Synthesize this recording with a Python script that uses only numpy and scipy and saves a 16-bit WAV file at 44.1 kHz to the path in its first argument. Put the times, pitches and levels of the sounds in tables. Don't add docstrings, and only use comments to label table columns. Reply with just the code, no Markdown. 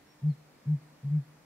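import sys
import numpy as np
from scipy import signal
from scipy.fft import rfft, irfft
from scipy.io import wavfile
from scipy.ndimage import uniform_filter1d

SR = 44100
rng = np.random.default_rng(int(sys.argv[2]) if len(sys.argv) > 2 else 0)


def transcribe(signal):
    frames = np.atleast_2d(signal).T
    limited = np.clip(frames, -1, 1)
    pcm = np.round(limited * 32767).astype(np.int16)
    wavfile.write(sys.argv[1], SR, pcm)


N = 63945
TIME = np.arange(N) / SR

# (f/Hz, relative level/dB)
HUSH_SPECTRUM = [(20, -22), (40, -10), (70, -5), (110, -15), (170, -1), (250, -2), (350, -7), (480, -5),
                 (620, -7), (900, -8.5), (1500, -12), (2200, -14), (3000, -20), (4500, -19), (7000, -23.5),
                 (9000, -26.5), (15500, -29.5)]
# (f/Hz, correlation: 1 means the same)
HUSH_LIKENESS = [(50, .6), (130, 1), (280, .7), (600, .28), (1300, .25), (2400, 0.32), (4400, -0.35),
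                 (8000, .05), (15000, 0.18)]
# (f/Hz, level/dB)
WHINE_TONES = [(150, -74.5), (299.7, -72.5), (1198, -89.5), (1798, -87), (2997, -92.5), (5094.5, -94.5),
               (5394, -98), (5694, -93), (7192, -100), (10488, -100), (10788, -92.5)]
# (t/s, f/Hz, level/dB)
FIRST_WHISTLE = [(.062, 5350, -82.5), (.073, 5400, -74), (.092, 5610, -75.5), (.11, 5548, -70.5),
                 (.13, 5500, -74.5), (.143, 5650, -86)]
# (t/s, f/Hz, level/dB)
SECOND_WHISTLE = [(.279, 4944, -84), (.295, 4460, -76), (.306, 4260, -67.5), (.322, 4140, -72.5),
                  (.341, 3710, -82.5)]
# (start t/s, rise t/s, length until the fade t/s, fade speed/(dB per s), level/dB)
THROAT_SWELLS = [(.216, 0.033, 0.093, 705, -23.5), (0.652, 0.034, 0.097, 639.5, -24),
                 (1.023, 0.032, 0.069, 448, -30.5), (1.076, 0.047, 0.11, 542, -24.5)]
# (multiple of the pitch, level/dB against the main tone)
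HOOT_OVERTONES = [(2, -38), (3, -42), (4, -52), (5, -48.5)]
# (f/Hz, relative level/dB)
PUFF_SPECTRUM = [(30, -27.5), (120, -12), (215, 7.5), (300, -15.5), (500, -19), (1200, -51)]
# (delay t/s, level/dB against the hoot)
FOREST_ECHOES = [(.108, -31.5), (0.214, -42)]


def gain_of(db):
    return 10 ** (np.asarray(db) / 20)


def evened(x):
    return x / np.sqrt(np.mean(x ** 2) + 1e-20)


def look_up(points, hz):
    f, value = np.transpose(points)
    return np.interp(np.log(hz + 1), np.log(f + 1), value)


def drift(rate_hz):
    hz = np.fft.rfftfreq(2 * N, 1 / SR)
    return evened(irfft(rfft(rng.standard_normal(2 * N)) * np.exp(-(hz / rate_hz) ** 2)))[:N]


def delayed(x, s):
    return np.interp(TIME - s, TIME, x, left=0)


def hush(level_db=-61, patch_db=0.89):
    hz = np.fft.rfftfreq(1024, 1 / SR)
    a, b, c, d, patches = rng.standard_normal((N // 256 + 5, len(hz), 5)).T
    patches = uniform_filter1d(patches, size=10, axis=0)
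    patches = evened(uniform_filter1d(patches, size=14, axis=1))
    alike = np.clip(look_up(HUSH_LIKENESS, hz), -1, 1)[:, None]
    left = a + 1j * b
    right = alike * left + np.sqrt(1 - alike ** 2) * (c + 1j * d)
    colour = gain_of(look_up(HUSH_SPECTRUM, hz)[:, None] + patch_db * patches)
    noise = signal.istft(np.array([left, right]) * colour, nperseg=1024, noverlap=768)[1][:, :N]
    return gain_of(level_db) * evened(noise)


def camera_whine(waver=0.22):
    tones = np.zeros(N)
    for hz, db in WHINE_TONES:
        level = gain_of(db) * (1 + waver * drift(rate_hz=5.5))
        tones += level * np.sin(2 * np.pi * (hz * TIME + rng.random()))
    return np.sqrt(2) * tones


def far_whistle(path):
    times, hz, db = np.transpose(path)
    phase = 2 * np.pi * np.cumsum(np.interp(TIME, times, hz)) / SR
    singing = (TIME > times[0]) * (TIME < times[-1])
    level = uniform_filter1d(gain_of(np.interp(TIME, times, db)) * singing, size=200)
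    tone = np.sqrt(2) * level * np.sin(phase)
    echo = gain_of(-10) * delayed(tone, s=0.1)
    return tone + echo + gain_of(-2.5) * tree_scatter(tone, fade_s=0.56, alike=0.17)


def tree_scatter(x, fade_s, alike, gap_s=0):
    fade = gain_of(-60 * TIME / fade_s) * (TIME >= gap_s)
    a, b = rng.standard_normal((2, N)) * fade / np.linalg.norm(fade)
    mid, side = a * np.sqrt((1 + alike) / 2), b * np.sqrt((1 - alike) / 2)
    return signal.fftconvolve(x[None], np.array([mid + side, mid - side]), axes=1)[:, :N]


def throat_swell(start_s, rise_s, length_s, fade_db_per_s, level_db):
    top_share, ease_s = 0.805, 0.0062
    age = np.maximum(TIME - start_s, 0)
    rise = np.sin(np.pi / 2 * np.minimum(age / rise_s, 1)) ** 2
    arch_db = 16.5 * (np.minimum(age / length_s, 1) - top_share) ** 2
    fade_db = fade_db_per_s * ease_s * np.logaddexp(0, (age - length_s) / ease_s)
    return rise * gain_of(level_db - arch_db - fade_db)


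def throat_tone(push, top_hz=153.63, sag_hz_per_db=1.46, lowest_hz=133.7):
    push_db = 20 * np.log10(push / push.max() + 1e-9)
    hz = np.maximum(top_hz + sag_hz_per_db * push_db, lowest_hz)
    phase = 2 * np.pi * np.cumsum(hz * (1 + 0.0045 * drift(rate_hz=69))) / SR
    overtones = sum(gain_of(db) * np.sin(multiple * phase) * (1 + 0.35 * drift(rate_hz=34))
                    for multiple, db in HOOT_OVERTONES)
    return np.sqrt(2) * push * (np.sin(phase) + overtones)


def air_puffs(push, length_s=0.072):
    starts = [s for s, *_ in THROAT_SWELLS if push[round(s * SR)] < 0.1 * push.max()]
    progress = [np.clip((TIME - start) / length_s, 0, 1) for start in starts]
    bursts = sum(np.sin(np.pi * np.sqrt(share)) ** 2 for share in progress)
    colour = gain_of(look_up(PUFF_SPECTRUM, np.fft.rfftfreq(N, 1 / SR)))
    air = evened(irfft(rfft(rng.standard_normal(N)) * colour, N))
    return gain_of(-55) * air * bursts


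def grouse():
    push = np.sqrt(sum(throat_swell(*row) ** 2 for row in THROAT_SWELLS))
    tone = throat_tone(push)
    echoes = sum(gain_of(db) * delayed(tone, s) for s, db in FOREST_ECHOES)
    hoots = tone + air_puffs(push) + echoes
    tail = gain_of(-34.5) * tree_scatter(tone, fade_s=2.3, alike=0.85, gap_s=0.03)
    lean = gain_of(0.49)
    return np.array([hoots * lean, delayed(hoots, s=0.00006) / lean]) + tail


def scene():
    return hush() + camera_whine() + far_whistle(FIRST_WHISTLE) + far_whistle(SECOND_WHISTLE) + grouse()


def record(dry, bass_cut_hz=35, treble_cut_hz=15720):
    thinned = signal.sosfilt(signal.butter(2, bass_cut_hz, "highpass", fs=SR, output="sos"), dry)
    treble_cut = signal.firwin(1023, treble_cut_hz, window=("kaiser", 10), fs=SR)
    return signal.oaconvolve(thinned, treble_cut[None], "same")


dry = scene()
out = record(dry)
transcribe(out)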